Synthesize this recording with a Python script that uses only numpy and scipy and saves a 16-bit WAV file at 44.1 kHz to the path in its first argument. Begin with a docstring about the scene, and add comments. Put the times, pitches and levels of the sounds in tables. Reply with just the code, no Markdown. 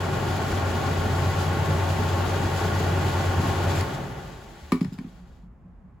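"""An empty tumble dryer runs with its door open, the door switch held in by a screwdriver, in a small room.
The motor hums, its fan drives air through the drum, and the drum rumbles and rubs on its seals.
The microphone pair moves from the control panel to the door. The screwdriver squeaks off and all coasts down;
a sharp clack, likely the motor's centrifugal switch, shakes the cabinet, with knocks and low bumps as the drum
settles. Sources are modulated sines, shaped noise and struck resonances over a quiet room tone."""
import sys
import numpy as np
from scipy import signal
from scipy.fft import rfft, irfft
from scipy.io import wavfile

SR = 44100
rng = np.random.default_rng(int(sys.argv[2]) if len(sys.argv) > 2 else 0)


def to_wav(s):
    """Save 16-bit WAV."""
    ch = np.atleast_2d(s).T  # columns
    pcm = np.round(np.clip(ch, -1, 1) * 32767)  # PCM
    wavfile.write(sys.argv[1], SR, pcm.astype(np.int16))


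N = 264600
TIME = np.arange(N) / SR
BINS = np.maximum(np.fft.rfftfreq(N, 1 / SR), 1)
LEFT_RIGHT = np.array([[.5], [-.5]])  # times a difference in dB, splits it between the channels

# quiet room, spectrum: pitch_hz, density_db [dB per Hz]
ROOM_TONE_SPECTRUM = [(20, -3.5), (35, 1), (55, 5.5), (85, -3.5), (140, -6), (220, -8.5), (300, -19),
                      (480, -24), (1050, -26.5), (2000, -38.5), (4000, -56.5), (16000, -68)]
# likeness of the two microphone channels: pitch_hz, likeness [0-1]
CHANNEL_LIKENESS = [(60, 0.9), (130, 0.99), (290, 0.8), (640, 0.66), (1410, 0.55), (3100, 0.44),
                    (4400, 0.58), (5600, .1), (7000, 0.17)]
# low bumps: a deep thud as the machine slows, then swells as the drum rocks to rest: start_s, level_db,
# pitch_hz
LOW_BUMPS = [(4.612, -36.5, 76), (5.105, -49, 185), (5.14, -50, 183), (5.19, -42.5, 179.5),
             (5.425, -43.5, 181), (5.637, -42, 180), (5.828, -44, 186.5)]
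# knocks on the cabinet: start_s, level_db, pitch_hz [of the push]
CABINET_KNOCKS = [(4.7218, -17.5, 397), (4.724, -10.5, 236), (4.7403, -20, 275), (4.748, -22, 260),
                  (4.76, -29, 260), (4.8134, -11.5, 219), (4.834, -32, 270), (4.851, -19, 193),
                  (4.876, -24.5, 152), (4.921, -25.5, 205), (4.941, -30, 190), (4.9842, -37, 250),
                  (4.9878, -25.5, 204), (5.003, -31, 230), (5.011, -30, 232), (5.0462, -27, 222),
                  (5.066, -36, 245), (5.075, -36, 215)]
# cabinet panel modes: pitch_hz, level_db, t60_s
PANEL_MODES = [(128, -20, .13), (165, -16.5, .15), (197, -23, .13), (250, -15, .165), (404, -1, .11),
               (440, -8, .08), (515, -20, .08), (560, -21, .08), (685, -20, .09)]
# touches of a loose spring: start_s, level_db
SPRING_JOLTS = [(4.728, -57), (4.815, -55), (4.827, -55), (4.926, -59), (4.932, -58), (4.94, -60)]
# loose spring modes: pitch_hz, level_db, t60_s
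SPRING_MODES = [(3704, -4, .07), (3880, -5, .06), (4260, -7, .05), (4960, 1, .1), (5080, -4, .07),
                (7340, -11, .07), (7600, -7, .07), (9555, -8, .06), (11860, -10, .05), (14200, -9, .04),
                (15050, -7, .06)]
# hard metal contacts: start_s, ring_db, crack_db, edge_hz [upper edge of the crack]
METAL_CONTACTS = [(3.8089, -67, -22, 12000), (4.72, -46, -23.5, 15300), (4.7207, -20.5, -24, 6000),
                  (4.7256, -32, -27, 4000), (4.734, -49, -33, 2500), (4.7455, -55, -37, 2500),
                  (4.766, -48, -42, 2500), (4.8093, -52, -28, 4000), (4.8125, -54, -37, 4000),
                  (4.8463, -70, -31, 5500), (4.9215, -58, -55, 1490), (4.981, -70, -45, 4000),
                  (4.9865, -80, -38.5, 9000), (5.044, -55, -41, 1200)]
# metal crack, spectrum: pitch_hz, density_db [dB per Hz]
CRACK_SPECTRUM = [(150, 4), (500, 9), (750, 7), (1100, 17.5), (1500, 6), (2300, 15), (2900, 0.5),
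                  (3400, 5.5), (4400, 6), (5600, 1.5), (6300, -9), (7400, 3.5), (8600, -4), (10000, 7),
                  (12000, -8), (15500, 2)]
# switch and bracket modes: pitch_hz, level_db, t60_s
BRACKET_MODES = [(700, -28, .05), (942, -11, .045), (1000, -3.5, .032), (1066, -15, .045), (1140, -1, .026),
                 (1265, -9, .023), (1480, -21, .04), (1803, -23, .06), (2062, -21, .07), (2170, -23, .05),
                 (2283, -17, .09), (2400, -24, .05), (2580, -24, .06), (3300, -27, .04), (4091, -28, .06),
                 (4750, -29, .04), (5560, -26, .04)]
# small hard part's modes: pitch_hz, level_db, t60_s
TICK_MODES = [(1560, 1, 0.031), (1690, 2, .025), (1810, 0, .03), (2270, -8, .06), (2525, -17, .06)]
# dry brushing, spectrum: pitch_hz, density_db [dB per Hz]
BRUSH_SPECTRUM = [(600, -17), (1600, 7.5), (2800, 4.5), (4400, 3), (5800, -4), (7400, -4.5), (11000, -11),
                  (15500, -12)]
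# drum on its bearings, spectrum: pitch_hz, density_db [dB per Hz]
RUMBLE_SPECTRUM = [(20, -41), (36, -23), (48, -6.5), (66, -8.5), (80, 1.5), (105, -1.5), (145, 2),
                   (185, -3.5), (215, -7.5), (265, -8), (310, -13), (600, -48.5)]
# air rush, spectrum: pitch_hz, density_db [dB per Hz]
AIR_SPECTRUM = [(120, -34), (240, -7.5), (340, 0), (450, 0), (700, -2), (920, -5), (1250, -8),
                (1700, -11.5), (2300, -17.5), (3200, -21.5), (6000, -50), (16000, -65)]
# rubbing of seals and other dry contacts, spectrum: pitch_hz, density_db [dB per Hz]
RUB_SPECTRUM = [(400, -26), (1500, 2), (2500, 1.5), (3200, 4), (4400, 2), (5800, -4), (7000, -1),
                (8300, -6), (11000, -7.5), (15500, -14)]
# resonances and hollows of drum and air duct: pitch_hz, width_hz, level_db, left_minus_right_db
DUCT_RESONANCES = [(308, 17, -12.5, 4), (357, 78, 2, 1), (493.7, 54, -9.5, -10.5), (534, 55, 1.5, 10),
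                   (609, 86, -3, -6.5), (716, 39, -6, 13.5), (784, 104, 2, 2.5), (900, 150, 2, 1.5),
                   (998, 70, -8.5, 0), (1088, 63, 3, 2.5), (1297, 100, -4.5, 3), (1434, 125, 3.5, -2.5),
                   (1996, 40, 4.5, 7), (2030, 57, -1, -4), (2260, 74, -0.5, 17), (2825, 54, 1, 12.5)]
# high spots of the drum's rim: first_pass_s, length_s, added_db
RIM_HIGH_SPOTS = [(0.287, 0.044, 2.5), (0.52, 0.0076, 4), (.85, 0.11, 0.9)]
# motor and fan orders: order [multiple of the shaft rate], level_db, roughness [0-1]
SHAFT_ORDERS = [(1, -47.5, .4), (2, -25.4, 0.05), (12, -52, .6), (17, -46.5, .6), (18, -48, .5),
                (19, -51, .5), (20, -48.5, .5), (24, -44, 0.6), (30, -53.5, .5), (31, -51.5, .5),
                (32, -53, .5), (33, -53, .5)]

# steady shaft rate, moment the door switch opens, length of the coast to rest
SHAFT_HZ, SWITCH_OFF_S, COAST_S = 45.24, 3.8, 1.69
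FIELD_DECAY_S = 0.04  # the motor's magnetic pull dies away once the current is cut
APPROACH_S = 0.95  # the microphone's move from the control panel to the open door
DRUM_TURN_S = 1.14  # at full speed
SLACK_DB = -1.5  # drop of rush and rubbing when the belt stops pulling
RIPPLE_DB = 1.7


def from_db(db):
    """Decibels to gain."""
    return 10 ** (np.asarray(db) / 20)


def rms_one(x):
    """Scale so that the middle of the stereo picture has rms 1."""
    middle = np.atleast_2d(x).mean(0)
    return x / np.sqrt(np.mean(middle ** 2) + 1e-20)


def over_hz(points):
    """Join (Hz, value) points on a log-frequency axis."""
    hz, value = np.transpose(points)
    return np.interp(np.log(BINS), np.log(hz), value)


def drift(rate_hz):
    """Slow random wander of rms 1, changing about rate_hz times a second."""
    spectrum = rfft(rng.standard_normal(N))
    return rms_one(irfft(spectrum / (1 + (BINS / rate_hz) ** 2) ** 1.5, N))


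def noise(colour_db):
    """Coloured stereo noise, more alike in the bass and more diffuse in the treble; its middle has rms 1."""
    mid, side = rfft(rng.standard_normal((2, N)))
    alike = np.clip(over_hz(CHANNEL_LIKENESS), 0, .999)
    pair = mid + np.sqrt((1 - alike) / (1 + alike)) * side * 2 * LEFT_RIGHT
    return rms_one(irfft(pair * from_db(colour_db), N))


def clicks(times_s, levels_db):
    """One impulse at each time."""
    out = np.zeros(N)
    out[np.round(np.asarray(times_s) * SR).astype(int)] = from_db(levels_db)
    return out


def ring(force, modes):
    """A unit impulse sets every (Hz, dB, t60) mode ringing, with alternating signs."""
    t = TIME[:SR // 2]
    response = np.zeros(len(t))
    for k, (hz, level_db, t60) in enumerate(modes):
        response += (-1) ** k * from_db(level_db - 60 * t / t60) * np.sin(2 * np.pi * hz * t)
    return signal.fftconvolve(force, response)[:N]


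def speed():
    """Share of full speed: 1 under power, then friction brakes it evenly to 0."""
    return np.clip(1 - (TIME - SWITCH_OFF_S) / COAST_S, 0, 1)


def pull():
    """Share of the motor's magnetic pull: 1 under current, dying quickly after the switch opens."""
    return np.exp(-np.maximum(TIME - SWITCH_OFF_S, 0) / FIELD_DECAY_S)


def shade(level_db):
    """Gain that starts at level_db and rises to 0 dB as the microphone reaches the door."""
    return from_db(level_db * np.clip(1 - TIME / APPROACH_S, 0, 1))


def run_down(power, drag_db, drag_power=0.74):
    """Gain of a noise driven by the speed: a steep part and a light drag that lasts until standstill."""
    return np.hypot(speed() ** power, from_db(drag_db) * speed() ** drag_power)


def ripple(spacing_hz):
    """Many overlapping modes ripple the upper spectrum, differently in each channel; in dB."""
    knots_hz = np.arange(2000) * spacing_hz
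    rows = rng.standard_normal((2, len(knots_hz)))
    heights = np.array([np.interp(BINS, knots_hz, row) for row in rows])
    return RIPPLE_DB * heights * over_hz([(1000, 0), (2000, 1)])


def room_tone(level_db=-48, right_minus_left_db=1.0):
    """The quiet room is a steady noise, strongest in the bass."""
    return from_db(level_db - right_minus_left_db * LEFT_RIGHT) * noise(over_hz(ROOM_TONE_SPECTRUM))


def reflections(x, t60_s=0.2, onset_s=0.0043):
    """Dense reflections from the drum and the near walls, building up and dying away."""
    t = TIME[:SR // 2]
    white = noise(0 * BINS)[:, :len(t)]
    tail = white * from_db(-60 * t / t60_s) * (1 - np.exp(-t / onset_s))
    tail /= np.sqrt(np.sum(tail.mean(0) ** 2))
    return signal.fftconvolve(x, tail, axes=1)[:, :N]


def low_bumps(rise_s=.023, tail_db=-17, tail_s=.12):
    """Dull swells, each of one low note that lingers faintly: a deep thud as the machine slows, then the drum
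    rocking to rest."""
    out = np.zeros(N)
    for start_s, level_db, hz in LOW_BUMPS:
        t = np.maximum(TIME - start_s, 0)
        age = t / rise_s
        swell = age ** 2 * np.exp(2 - 2 * age)
        lingering = from_db(tail_db) * (1 - np.exp(-age)) * np.exp(-t / tail_s)
        out += from_db(level_db) * (swell + lingering) * np.sin(2 * np.pi * hz * t)
    return out


def cabinet_knocks(cycles=0.44, sag=0.082, panel_db=-42):
    """Each knock flexes the cabinet for two or three cycles and leaves its panels ringing."""
    flex = np.zeros(N)
    for start_s, level_db, hz in CABINET_KNOCKS:
        # bending waves carry the higher pitches faster, so the thud sags in pitch
        phase = np.log1p(sag * hz * np.clip(TIME - start_s, 0, 1)) / sag
        age = phase / (2 * cycles)
        push = age ** 2 * np.exp(2 - 2 * age)
        flex -= from_db(level_db) * push * np.sin(2 * np.pi * phase)
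    # the panels are too small to radiate deep bass
    radiated = signal.sosfilt(signal.butter(2, 70, "high", fs=SR, output="sos"), flex)
    return radiated + from_db(panel_db) * ring(flex, PANEL_MODES)


def loose_spring(scrape_db=4, scrape_s=0.0046):
    """The harder knocks jolt a loose spring: each touch scrapes briefly and sets it ringing."""
    jolts = clicks(*np.transpose(SPRING_JOLTS))
    contact = signal.lfilter([1], [1, -np.exp(-1 / (scrape_s * SR))], jolts)
    scrape = from_db(scrape_db) * contact * noise(over_hz(RUB_SPECTRUM))
    return ring(jolts, SPRING_MODES) + scrape


def screwdriver_squeak(start_s=3.745, length_s=0.067, edge_s=0.0084, pitch_hz=2440, waver_hz=70):
    """Sliding off the switch, steel sticks and slips on plastic: a short unsteady note and a scrape."""
    phase = 2 * np.pi * np.cumsum(pitch_hz + waver_hz * drift(137)) / SR
    to_nearest_end = np.minimum(TIME - start_s, start_s + length_s - TIME)
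    sliding = np.clip(to_nearest_end / edge_s, 0, 1)
    note = from_db(-43) * np.sin(phase)
    scrape = from_db(-41.5) * noise(over_hz(RUB_SPECTRUM))
    return sliding * (note + scrape)


def metal_clacks(crack_s=0.0029, tail_db=-15, tail_s=0.0087, tick_s=4.9865, tick_db=-45.5):
    """Metal snaps on metal: a crack with a rattling tail, duller if softer; bracket and a small part ring."""
    grit = noise(over_hz(CRACK_SPECTRUM)) * from_db(-5.5 + 5.5 * LEFT_RIGHT)
    t = TIME[:SR // 5]
    decay = np.exp(-t / crack_s) + from_db(tail_db) * np.exp(-t / tail_s)
    cracks = np.zeros((2, N))
    for start_s, _, crack_db, edge_hz in METAL_CONTACTS:
        at = round(start_s * SR)
        burst = grit[:, at:at + len(t)] * decay
        dulled = signal.lfilter(*signal.butter(1, edge_hz, fs=SR), burst)
        cracks[:, at:at + len(t)] += from_db(crack_db) * dulled
    times_s, ring_db = np.transpose(METAL_CONTACTS)[:2]
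    bracket = ring(clicks(times_s, ring_db), BRACKET_MODES)
    # the small part ticks with one of the last knocks
    tick = ring(clicks([tick_s], [tick_db]), TICK_MODES)
    return cracks + bracket + tick


def brushing(level_db=-58, growth_s=1.0, stop_s=4.76):
    """A dry brushing, likely the centrifugal switch's collar, grows as the shaft slows, then stops dead."""
    contact = np.clip((TIME - SWITCH_OFF_S) / growth_s, 0, 1) * (TIME <= stop_s)
    colour_db = over_hz(BRUSH_SPECTRUM) + ripple(spacing_hz=61.4)
    return contact * from_db(level_db + drift(30)) * noise(colour_db)


def seal_pressure_db():
    """The rubbing swells as each high spot of the rim comes round, and eases when the belt goes slack."""
    travel_s = np.cumsum(speed()) / SR  # drum travel, as seconds at full speed
    pressure_db = SLACK_DB * (1 - pull())
    for first_pass_s, length_s, added_db in RIM_HIGH_SPOTS:
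        half_turn = DRUM_TURN_S / 2
        from_spot_s = (travel_s - first_pass_s + half_turn) % DRUM_TURN_S - half_turn
        pressure_db = pressure_db + added_db * np.exp(-(from_spot_s / length_s) ** 2)
    return pressure_db


def drum_and_fan(rumble_db=-29.5, air_db=-30, seal_db=-42.5):
    """The drum rumbles on its bearings, air rushes through the duct's resonances, and the seals rub."""
    drum_db = ripple(spacing_hz=44.97)
    duct_db = 0
    for hz, width_hz, level_db, pan_db in DUCT_RESONANCES:
        shape = 2 ** -((2 * (BINS - hz) / width_hz) ** 2)
        duct_db = duct_db + (level_db + pan_db * LEFT_RIGHT) * shape

    # all three flicker in level and fall steeply with speed
    rumble_level = from_db(rumble_db + 1.2 * drift(13)) * run_down(4.6, drag_db=-22)
    rumble = noise(over_hz(RUMBLE_SPECTRUM)) * rumble_level

    air_level = from_db(air_db + SLACK_DB * (1 - pull()) + 0.5 * drift(37.6)) * run_down(4.54, drag_db=-17)
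    air = noise(over_hz(AIR_SPECTRUM) + duct_db + drum_db) * air_level

    seal_level = from_db(seal_db + seal_pressure_db() + 0.96 * drift(18)) * run_down(5.6, drag_db=-12)
    seals = noise(over_hz(RUB_SPECTRUM) + drum_db) * seal_level

    mix = rumble + air * from_db(0.76 * LEFT_RIGHT) + seals * from_db(3.5 * LEFT_RIGHT)
    return mix * shade(-1)


def motor(orders_db=-2, mains_db=-36.5, unbalance_db=-8.5, flutter_hz=7):
    """Two low shaft orders shake the cabinet, higher ones whirr in the fan; windings hum at twice mains rate."""
    shaft_phase = 2 * np.pi * SHAFT_HZ * np.cumsum(speed()) / SR
    field = pull()
    # without the magnetic pull only the unbalance of the shaft still shakes
    shaking = field + (1 - field) * from_db(unbalance_db) * speed() ** 5.4
    whirring = speed() ** 8.0
    tones = np.zeros(N)
    for order, level_db, rough in SHAFT_ORDERS:
        wander = drift(flutter_hz) + 1j * drift(flutter_hz)
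        flutter = np.sqrt(2 - 2 * rough ** 2) + rough * wander
        tone = np.real(flutter * np.exp(1j * order * shaft_phase))
        tones += from_db(level_db) * (shaking if order <= 2 else whirring) * tone
    hum = np.sqrt(2) * np.sin(2 * np.pi * 100 * TIME)
    return (from_db(orders_db) * tones + from_db(mains_db) * field * hum) * shade(-5)


def scene():
    """The quiet room, the blows as the machine stops, and the running machine."""
    metal = screwdriver_squeak() + metal_clacks() + loose_spring()
    thuds = cabinet_knocks() + low_bumps()
    reflected = reflections(from_db(-8) * metal + from_db(-16) * thuds)
    machine = motor() * from_db(1.0 * LEFT_RIGHT) + drum_and_fan() + brushing()
    return room_tone() + reflected + thuds + metal + machine


def record(dry, crossover_hz=7100, treble_lag_s=1 / 4060):
    """The microphone pair shares one treble signal, late on the left; the deep bass and the top are cut."""
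    left, right = rfft(dry)
    shared = over_hz([(crossover_hz - 1000, 0), (crossover_hz, 1)])
    late = right * np.exp(-2j * np.pi * (BINS - crossover_hz) * treble_lag_s)
    left = np.sqrt(1 - shared) * left + np.sqrt(shared) * late
    pair = irfft(np.array([left, right]), N)
    fade = np.clip(np.minimum(TIME, TIME[-1] - TIME) / .005, 0, 1) ** 2
    pair = signal.sosfilt(signal.butter(4, 34, "high", fs=SR, output="sos"), pair * fade)
    return signal.sosfilt(signal.ellip(10, .1, 80, 15900, fs=SR, output="sos"), pair)


dry = scene()
out = record(dry)
to_wav(out)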